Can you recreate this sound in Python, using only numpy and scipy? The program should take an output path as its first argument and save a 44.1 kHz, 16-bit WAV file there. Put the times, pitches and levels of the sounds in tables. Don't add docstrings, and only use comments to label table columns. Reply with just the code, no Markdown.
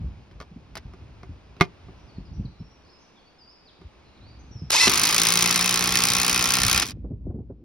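import sys
import numpy as np
from scipy import signal
from scipy.fft import rfft, irfft, next_fast_len
from scipy.io import wavfile
from scipy.ndimage import map_coordinates

SR = 44100
rng = np.random.default_rng(int(sys.argv[2]) if len(sys.argv) > 2 else 0)


def write(x):
    x = np.atleast_2d(x).T
    wavfile.write(sys.argv[1], SR, np.round(np.clip(x, -1, 1) * 32767).astype(np.int16))


N = 336924
TIME = np.arange(N) / SR

# [t/s, peak level/dB, colour corner f/Hz]
THUMP_EVENTS = [(.005, -25.5, 118), (0.039, -24, 85), (.51, -35, 198), (0.559, -32, 199),
                (0.849, -30.5, 118), (1.29, -30, 154), (2.175, -26.5, 199), (2.361, -26, 119),
                (2.39, -19, 169), (2.444, -25, 155), (2.597, -28, 178), (3.838, -35, 88), (4.55, -29, 160),
                (4.615, -25.5, 155), (4.868, -18, 340), (6.101, -27, 220), (6.642, -19, 91.3),
                (6.968, -33.5, 252), (7.042, -29.5, 398.3), (7.105, -25.5, 291), (7.125, -26, 200),
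                (7.263, -25, 322), (7.3, -30, 397.3), (7.34, -24.5, 354), (7.385, -31, 380),
                (7.495, -31, 379)]
# [t/s, relative level/dB]
AIR_LEVEL = [(0, -33.5), (.06, -30), (.28, -51), (.37, -46.5), (1.3, -41), (1.5, -50), (2.08, -46),
             (2.4, -33.5), (2.7, -51), (3.1, -70.5), (3.7, -61), (4.5, -41), (4.9, -43.5), (6.45, -41.5),
             (6.66, -29.5), (6.85, -37), (7.3, -32), (7.64, -44)]
# [f/Hz, relative level/dB]
RUMBLE_SPECTRUM = [(20, -40.5), (55, 6), (100, 0), (180, -8.5), (300, -15.5), (500, -31), (1000, -45.5),
                   (3000, -110)]
# [t/s, level before unevenness/dB]
GRIP_LEVEL = [(6.78, -80), (6.83, -39), (7.02, -64), (7.13, -44), (7.2, -69), (7.355, -41.5), (7.41, -43),
              (7.46, -68), (7.62, -48.5)]
# [f/Hz, relative level/dB]
RUB_SPECTRUM = [(60, -17.5), (150, -4), (250, 2), (430, -6), (560, -19), (1300, -49.5), (3000, -100)]

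# [f/Hz, relative level/dB]
OUTDOOR_SPECTRUM = [(50, -4), (110, -8), (200, -3.5), (360, -4), (550, -7), (1000, -9), (1900, -17),
                    (2500, -13.5), (3200, -18.5), (5200, -22.5), (6500, -29.5), (7800, -33.5), (14000, -52)]
# [t/s, length/s, start f/Hz, middle f/Hz, end f/Hz, relative level/dB, flutter/share of pitch]
BIRD_SONG = [(1.96, 0.083, 5930, 5750, 5660, -69, 0.0068), (2.07, 0.045, 5220, 4620, 4350, -60.5, 0.02),
             (2.136, 0.052, 4650, 4320, 4340, -59, 0.0044), (2.251, 0.039, 5020, 4860, 4800, -63, 0.013),
             (2.335, 0.039, 5870, 5720, 5660, -62.5, 0.0073), (2.452, 0.014, 4620, 4300, 3800, -52, 0.027),
             (2.592, 0.025, 5300, 5330, 5450, -56.5, 0.006), (2.64, 0.036, 5620, 5500, 5450, -61, 0.0058),
             (2.7, .025, 5650, 5650, 5770, -62.5, .006), (2.75, 0.023, 5700, 5720, 5750, -64.5, .006),
             (2.835, 0.049, 4200, 4750, 5300, -65, 0.043), (2.888, 0.019, 3870, 4600, 5300, -57, .01),
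             (2.9, 0.076, 5380, 5150, 5130, -58.5, 0.0077), (2.989, 0.076, 6230, 5970, 5730, -66, 0.051),
             (3.16, 0.035, 3900, 3450, 3240, -58, 0.022), (3.19, 0.021, 4580, 4430, 4350, -60, 0.014),
             (3.258, 0.0305, 4600, 4530, 4460, -58.5, .02), (3.385, 0.14, 5280, 4690, 5510, -53.5, 0.0082),
             (3.654, 0.052, 5100, 4150, 2900, -55, 0.008), (4.05, 0.062, 4150, 4100, 4090, -62, 0.035),
             (4.168, 0.017, 4340, 3700, 3400, -58, 0.017), (4.208, 0.12, 3750, 4470, 4750, -57.5, 0.0063),
             (4.392, 0.031, 6130, 6200, 6300, -62, .008), (4.511, 0.12, 5840, 5370, 5020, -54.5, 0.0078)]
HUSH_DB, HUSH_DIP_DB, HUSH_SWAY_DB = -58, 19.5, 1.3

# [t/s, relative level/dB, body level over that/dB]
KNOCK_EVENTS = [(0.312, -44, -3), (0.402, -26, -5.5), (0.413, -29, -8), (0.422, -35, -1),
                (0.754, -22.5, -11.5), (0.769, -22, -16), (0.776, -29, -11), (0.936, -40.5, 2),
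                (1.232, -36, 4), (1.566, -42.5, -2.5), (1.601, -29, -6), (1.6098, 0, -2.5),
                (1.619, -17, -0.5), (1.651, -33, -10), (1.884, -55.5, 20), (3.8142, -43.5, 4),
                (4.872, -14, 2)]
# [f/Hz, relative level/dB, t60/s]
HOOK_MODES = [(106, -1, 0.028), (173, -2.5, 0.075), (304, -5.5, 0.042), (380, -1, 0.059), (710, -6, 0.055),
              (970, -4.5, 0.029), (1177, 9, 0.019), (1435, -3, 0.036), (1690, -10, 0.021),
              (1930, -10.5, 0.034), (2080, -10, 0.079), (2150, -1.5, 0.045), (2440, -14.5, 0.089),
              (3100, -20.5, 0.035), (3430, -20, .045), (3760, -18.5, .05), (5200, -1, 0.006)]
# [f/Hz, relative level/dB]
TICK_SPECTRUM = [(200, 5), (560, 3.5), (1200, 4), (2200, 4.5), (3000, 0.5), (5400, -1), (7500, -17),
                 (10000, -20.5), (16000, -29.5)]
# [t/s, level/dB]
CLINK_EVENTS = [(0.754, -38), (0.773, -36.5)]
# [f/Hz, relative level/dB]
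CLINK_SPECTRUM = [(2000, -17), (5000, 8), (10000, -4), (16000, -9)]
CONTACT_HZ, SOFTER_DB_PER_OCTAVE = 14000, 10.5

START_S, BITE_S, RELEASE_S, STILL_S = 4.72, 4.88, 6.835, 6.921
# [multiple of the whine's f, relative level at top speed/dB, loss below it/dB per octave]
WHINE_LINES = [(.385, -15, 0), (0.501, -12, 10), (0.764, 2, 70), (1, 2.5, 8), (1.584, 2.5, 24),
               (1.87, -6, 20), (2.03, 1, 25), (2.16, -4, 5)]
WHINE_START_HZ, WHINE_CLIMB_HZ_PER_S, WHINE_TOP_HZ = 1120, 17000, 2644
WHINE_DB, WHINE_DB_PER_OCTAVE, DRAG_S, DRAG_DB_PER_S = -24.5, 8, 4.845, 259
# [f/Hz, relative level/dB]
FREE_SPIN_SPECTRUM = [(20, -40), (130, -18), (400, -4), (700, -12.5), (950, 2.5), (1500, -5), (2000, -2.5),
                      (2500, 4), (3000, 1), (4500, 5), (5800, 4.5), (7800, 1.5), (10500, -9),
                      (16000, -21.5)]
# [f/Hz, relative level/dB]
GEAR_SPECTRUM = [(20, -48), (60, -9.5), (150, -3.5), (350, -3.5), (620, -9.5), (1150, 1), (1650, -5),
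                 (2450, 3), (2950, -3), (5500, -0.5), (7800, -13.5), (10500, -16.5), (16000, -21.5)]
# [t/s, width/s, grinding level before unevenness/dB]
JOLT_EVENTS = [(4.707, 0.0039, -20), (4.88, 0.0075, -15.5), (6.827, 0.01, -21.5)]
GRIND_FREE_DB, GRIND_LOOSE_DB, GRIND_SEATED_DB, GRIND_COAST_DB = -19, -25.5, -28, -34
COAST_DB_PER_S, BRAKE_DB_PER_S = 155, 1798
ENGAGE_S = .006
# [t/s, length/s, start f/Hz, middle f/Hz, end f/Hz, level/dB, flutter/share of pitch]
SQUEAK_NOTES = [(4.722, .025, 395, 543, 800, -34, .01), (4.746, 0.0085, 910, 945, 970, -19, 0.0046),
                (4.76, 0.014, 2630, 2550, 2560, -19.5, 0.0042)]

FIRST_BLOW_S, LAST_BLOW_S = 4.8958, 6.785
BLOW_HZ, SAG_HZ, RECOVER_S, CREEP_HZ_PER_S = 59.9855, 11.7087, .3, 1.514
SEAT_S, TIMBER_LOOSE_DB, TIMBER_SEATED_DB = 0.65, -30, -24.5
REBOUND_LOOSE_S, REBOUND_SEATED_S = .0053, .0031
REBOUND_LOOSE_DB, REBOUND_SEATED_DB = -4, -10
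SNAP_GROWS = .6
# [t/s, relative level/dB]
CRACK_LEVELS = [(4.9, -22.5), (5.3, -22.5), (5.6, -25.5), (5.9, -25), (6.07, -22.5), (6.3, -23), (6.8, -24)]
# [f/Hz, relative level/dB]
CRACK_SPECTRUM = [(700, -29), (1500, -6.5), (2400, -8.5), (3000, -3), (4300, 0.5), (6000, 2.5), (7800, -2),
                  (10000, -3.5), (12500, -11), (15500, -4.5)]
# [t/s, level over an ordinary blow/dB]
SQUARE_BLOWS = [(4.896, 3), (5.034, 2.2), (5.145, 2.8), (5.181, 3.2), (5.216, 3.2), (5.321, 4),
                (5.373, 3.3), (5.424, 4.5), (5.458, 4.5), (5.509, 4), (5.559, 4.5), (5.609, 4), (5.659, 3),
                (5.692, 3), (5.742, 3), (5.84, 3), (5.873, 2.7), (5.955, 3.7), (6.037, 4), (6.297, 2.2),
                (6.537, 3.5), (6.634, 2.5), (6.713, 3.2), (6.777, 3.2)]
# [t/s, relative level/dB]
HAMMER_CATCHES = [(4.7037, -7.5), (4.716, -9), (4.8797, -14), (6.798, -5), (6.821, -11.5), (6.831, -20.5)]
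# [f/Hz, width/Hz, relative level with screw standing out/dB, with screw sunk/dB]
CASING_MODES = [(1808, 88, -14, -1), (2093, 49, 0, -6), (2430, 78, -4.5, 2), (2590, 90, 0, 1.5),
                (3130, 190, -22.5, -3.5), (4050, 550, -7.5, -11)]
# [f/Hz, width/Hz, relative level with screw standing out/dB, with screw sunk/dB]
TIMBER_MODES = [(121.3, 45, -2, -0.5), (177, 29.7, 9.5, 7.5), (252.6, 35, -9, -2), (330, 50, 2.5, -16.5),
                (413, 60, 3, -8), (484, 35, 0.5, -3), (712, 21, -8.5, 2.5), (790, 31, -0.5, 1.5),
                (910, 70, -1, -7), (1094, 79, 0, 3), (1334, 69, 2.5, 2.5), (1390, 28, -7.5, 10.5)]
TICK_START_S, TICK_GAP_S, TICK_SLOWING = 6.8563, .0094, 1.035
COAST_TICK_DB, COAST_TICK_LOSS_DB = -18.5, 1.2

# [f/Hz, lead of the left/rad]
PORT_PHASE = [(1800, 0), (2500, 1.1), (4300, 1.1), (5100, .2), (6200, 1.6), (7800, 3.14), (11100, 6.28),
              (14300, 9.4), (16000, 10.5)]
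FLICKER_RAD = .8
# [f/Hz, t60/s]
ROOF_DECAY = [(150, 0.2), (1000, 0.11), (2500, 0.032), (14000, 0.0077)]
# [f/Hz, level/dB]
SCATTER_LEVEL = [(150, -21), (1500, -17), (2400, -11), (5000, -14), (8000, -16), (14000, -15)]
# [f/Hz, t60/s]
STREET_DECAY = [(200, .7), (2000, 1), (5000, .45), (14000, .15)]
TOP_HZ = 15900


def amp(db):
    return 10 ** (np.asarray(db) / 20)


def unit(x):
    return x / np.sqrt(np.mean(x ** 2) + 1e-20)


def along(points, hz):
    f, value = np.transpose(points)
    return np.interp(np.log(hz + 1), np.log(f + 1), value)


def curve(rows):
    s, value = np.transpose(rows)
    return np.interp(TIME, s, value)


def wobble(rate):
    knots = rng.standard_normal(int(N * rate / SR) + 4)
    return map_coordinates(knots, [TIME * rate])


def filtered(x, response):
    size = x.shape[-1]
    m = next_fast_len(size + 16384)
    spectrum = rfft(x, m) * response(np.fft.rfftfreq(m, 1 / SR))
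    return irfft(spectrum, m)[..., :size]


def noise(spectrum):
    return unit(filtered(rng.standard_normal(N), lambda hz: amp(along(spectrum, hz))))


def add(track, s, sound):
    part = track[max(round(s * SR), 0):][:len(sound)]
    part += sound[:len(part)]


def spikes(times, sizes):
    samples = np.round(np.asarray(times) * SR).astype(int)
    return np.bincount(samples, sizes, N)[:N]


def bursts(contacts, spectrum, t60, rise):
    t = np.arange(SR // 8) / SR
    shape = amp(-60 * t / t60) * (1 - np.exp(-t / rise))
    power = signal.fftconvolve(contacts ** 2, (shape / shape.max()) ** 2)[:N]
    return np.sqrt(np.abs(power)) * noise(spectrum)


def glides(notes):
    out, quiver = np.zeros(N), wobble(220)
    for s, length, start_hz, middle_hz, end_hz, db, flutter in notes:
        u = np.linspace(0, 1, int(length * SR))
        hz = np.polyval(np.polyfit([0, .5, 1], [start_hz, middle_hz, end_hz], 2), u)
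        hz = hz * (1 + flutter * quiver[int(s * SR):][:len(u)])
        envelope = np.abs(np.sin(np.pi * u)) ** 0.16
        add(out, s, amp(db) * envelope * np.sin(2 * np.pi * np.cumsum(hz) / SR))
    return out


def ring(x, modes):
    def response(f):
        return sum((-1) ** k * amp(db) * 1j * f * width / (centre * centre - f * f + 1j * f * width)
                   for k, (centre, width, db) in enumerate(modes))
    energy = np.mean(np.abs(response(np.linspace(0, SR / 2, 8192))) ** 2)
    return filtered(x, response) / np.sqrt(energy)


def sinking(x, modes):
    depth = np.interp(TIME, [FIRST_BLOW_S, LAST_BLOW_S], [0, 1])
    standing = [(hz, width, db) for hz, width, db, _ in modes]
    sunk = [(hz, width, db) for hz, width, _, db in modes]
    return ring(x * (1 - depth), standing) + ring(x * depth, sunk)


def seated(s):
    return 1 - np.exp(-np.maximum(s - FIRST_BLOW_S, 0) / SEAT_S)


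def ports(x, flicker):
    mid = filtered(x, lambda hz: np.cos(along(PORT_PHASE, hz) / 2))
    side = filtered(x, lambda hz: 1j * np.sin(along(PORT_PHASE, hz) / 2))
    analytic = signal.hilbert(side, next_fast_len(N))[:N]
    side = np.real(analytic * np.exp(1j * flicker * wobble(400)))
    return np.array([mid + side, mid - side])


def echoes(x, decay):
    hz, t, z = signal.stft(rng.standard_normal((2, SR // 2)), SR, nperseg=256)
    fading = amp(-60 * t / along(decay, hz)[:, None])
    tail = signal.istft(z * fading, SR, nperseg=256)[1]
    delayed = np.pad(x, (90, 0))[None]
    return signal.fftconvolve(delayed, tail / np.linalg.norm(tail[0]), axes=1)[:, :N]


def handling(t60=0.096, air_gain_db=-4, side_db=-15):
    thumps, t = np.zeros(N), np.arange(SR // 5) / SR
    for s, db, corner_hz in THUMP_EVENTS:
        def dull(f):
            highpass = (1j * f / (55 + 1j * f)) ** 3
            return highpass / (1 + 1.3j * f / corner_hz - (f / corner_hz) ** 2) ** 2
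        push = rng.standard_normal(len(t)) * amp(-60 * t / t60) * (1 - np.exp(-t / 0.0036))
        thump = filtered(push, dull)
        add(thumps, s, amp(db) * thump / np.abs(thump).max())
    eddies_db = 3 * wobble(25)
    air_gain = amp(curve(AIR_LEVEL) + air_gain_db + eddies_db)
    mid, side = noise(RUMBLE_SPECTRUM), amp(side_db) * noise(RUMBLE_SPECTRUM)
    return thumps + air_gain * np.array([mid + side, mid - side])


def outdoors(side_db=-5.0):
    run = np.clip((TIME - START_S) / (STILL_S - START_S), 0, 1)
    hush_db = HUSH_DB - HUSH_DIP_DB * run + HUSH_SWAY_DB * wobble(2.0)
    side = amp(side_db) * noise(OUTDOOR_SPECTRUM)
    return amp(hush_db) * (ports(noise(OUTDOOR_SPECTRUM), 0) + np.array([side, -side]))


def knocks(tick_db=-8.0, rattle_db=-20.5, chatter_db=3.5):
    out, t = np.zeros(N), np.arange(SR // 4) / SR
    for s, db, body_db in KNOCK_EVENTS:
        corner_hz = CONTACT_HZ * 2 ** (db / SOFTER_DB_PER_OCTAVE)
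        body = np.zeros(len(t))
        for hz, level_db, t60 in HOOK_MODES:
            vary_db, phase = rng.standard_normal(2)
            softness = 1 + (hz / corner_hz) ** 2
            body += amp(level_db + vary_db - 60 * t / t60) / softness * np.sin(2 * np.pi * hz * t + np.pi * phase)
        body = body * (1 - np.exp(-t / 0.002))
        add(out, s, amp(db + body_db) * body / np.abs(body).max())
    times, knock_db, _ = np.transpose(KNOCK_EVENTS)
    contacts = spikes(times, amp(knock_db))
    tick = amp(tick_db) * bursts(contacts, TICK_SPECTRUM, t60=0.007, rise=0.0004)
    rattle_gain = amp(rattle_db + chatter_db * wobble(450))
    rattle = rattle_gain * bursts(contacts, TICK_SPECTRUM, t60=0.072, rise=0.0011)
    return out + tick + rattle


def clinks():
    times, db = np.transpose(CLINK_EVENTS)
    return bursts(spikes(times, amp(db)), CLINK_SPECTRUM, t60=0.022, rise=0.00035)


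def bird(direct_db=-2, wet_db=1.2, waver_db=2.5):
    song = glides(BIRD_SONG) * amp(waver_db * wobble(90))
    echo = echoes(song, [(1000, 0.93), (8000, 0.94)])
    return amp(direct_db) * (ports(song, 0) + amp(wet_db) * echo)


def blow_times():
    t = np.arange(0, LAST_BLOW_S - FIRST_BLOW_S, 1 / SR)
    rate_hz = BLOW_HZ - SAG_HZ * np.exp(-t / RECOVER_S) + CREEP_HZ_PER_S * t
    beats = np.cumsum(rate_hz) / SR
    return FIRST_BLOW_S + np.interp(np.arange(int(beats[-1]) + 1), beats, t)


def coast_ticks(count=6):
    k = np.arange(count)
    times = TICK_START_S + TICK_GAP_S * (TICK_SLOWING ** k - 1) / (TICK_SLOWING - 1)
    return spikes(times, amp(COAST_TICK_DB - COAST_TICK_LOSS_DB * k))


def hammer(snap_db=9.0, crack_gain_db=7.5, push_db=21.0, casing_db=2.5, catch_gain_db=-8.5):
    times = blow_times()

    def vary(spread):
        return spread * rng.standard_normal(len(times))

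    def settle(loose, firm):
        return loose + (firm - loose) * seated(times)

    times = times + vary(.00008)
    force_db = vary(.9)
    for s, db in SQUARE_BLOWS:
        force_db[np.argmin(np.abs(times - s))] = db
    size = amp(np.interp(times, *np.transpose(CRACK_LEVELS)) + force_db)
    push = amp(settle(TIMBER_LOOSE_DB, TIMBER_SEATED_DB) + vary(1.6))
    contact_s = times + vary(0.00029)
    blows = spikes(contact_s, size * amp(crack_gain_db))
    catch_s, catch_db = np.transpose(HAMMER_CATCHES)
    catches = amp(catch_gain_db) * (spikes(catch_s, amp(catch_db)) + coast_ticks())
    rebound_s = times + settle(REBOUND_LOOSE_S, REBOUND_SEATED_S) + vary(0.00067)
    rebound_db = crack_gain_db + settle(REBOUND_LOOSE_DB, REBOUND_SEATED_DB) + vary(1.9)
    rebounds = spikes(rebound_s, size * amp(rebound_db))
    steel = bursts(blows + catches + rebounds, CRACK_SPECTRUM, t60=.014, rise=0.0009)
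    snap_size = size * amp(snap_db + SNAP_GROWS * force_db)
    snap = bursts(spikes(contact_s + .0003, snap_size), CRACK_SPECTRUM, t60=0.0048, rise=0.000069)
    shake_contacts = spikes(contact_s, push * amp(casing_db + force_db / 2))
    shake = bursts(shake_contacts, [(20, 0)], t60=0.013, rise=0.0003)
    timber_push = spikes(times + 0.001197, push * amp(push_db))
    return steel + snap + sinking(shake, CASING_MODES) + sinking(timber_push, TIMBER_MODES)


def grinding():
    def past(s):
        return np.clip((TIME - s) / ENGAGE_S + .5, 0, 1)

    free = amp(GRIND_FREE_DB) * (past(START_S) - past(BITE_S))
    driving_db = GRIND_LOOSE_DB + (GRIND_SEATED_DB - GRIND_LOOSE_DB) * seated(TIME)
    driving = amp(driving_db) * (past(BITE_S) - past(RELEASE_S))
    coast_db = GRIND_COAST_DB - COAST_DB_PER_S * np.maximum(TIME - RELEASE_S, 0)
    coast_db = coast_db - BRAKE_DB_PER_S * np.maximum(TIME - STILL_S, 0)
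    coasting = amp(coast_db) * past(RELEASE_S)
    jolts = sum(amp(db) * np.exp(-((TIME - s) / width) ** 2) for s, width, db in JOLT_EVENTS)
    loaded = np.hypot(driving + coasting, jolts)
    return amp(2.9 * wobble(500)) * (free * noise(FREE_SPIN_SPECTRUM) + loaded * noise(GEAR_SPECTRUM))


def motor(rough=.008, flutter_db=3):
    climb_hz = WHINE_CLIMB_HZ_PER_S * np.maximum(TIME - START_S, 0)
    whine_hz = np.minimum(WHINE_START_HZ + climb_hz, WHINE_TOP_HZ)
    octaves_below = np.log2(WHINE_TOP_HZ / whine_hz)
    drag_db = DRAG_DB_PER_S * np.maximum(TIME - DRAG_S, 0)
    whine_db = WHINE_DB - WHINE_DB_PER_OCTAVE * octaves_below - drag_db
    whine = 0
    for multiple, db, loss_db in WHINE_LINES:
        line_hz = multiple * whine_hz * (1 + rough * wobble(700))
        line_db = whine_db + db - loss_db * octaves_below + flutter_db * wobble(120)
        whine = whine + amp(line_db) * np.sin(2 * np.pi * np.cumsum(line_hz) / SR)
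    return whine * (TIME > START_S) * (TIME < BITE_S)


def squeaks():
    return glides(SQUEAK_NOTES)


def grip(uneven_db=2.0):
    rub_gain = amp(curve(GRIP_LEVEL) + uneven_db * wobble(45))
    return rub_gain * noise(RUB_SPECTRUM) * (TIME > GRIP_LEVEL[0][0])


def scene(street_db=-45.0):
    near = knocks() + clinks() + hammer() + grinding() + motor() + squeaks()
    scattered = filtered(echoes(near, ROOF_DECAY), lambda hz: amp(along(SCATTER_LEVEL, hz)))
    street = amp(street_db) * echoes(near, STREET_DECAY)
    return ports(near, FLICKER_RAD) + scattered + street + handling() + outdoors() + bird() + grip()


def record(dry):
    rounded = dry / (1 + np.abs(dry / .95) ** 8) ** (1 / 8)
    return filtered(rounded, lambda hz: 1 / (1 + (hz / TOP_HZ) ** 200))


dry = scene()
out = record(dry)
write(out)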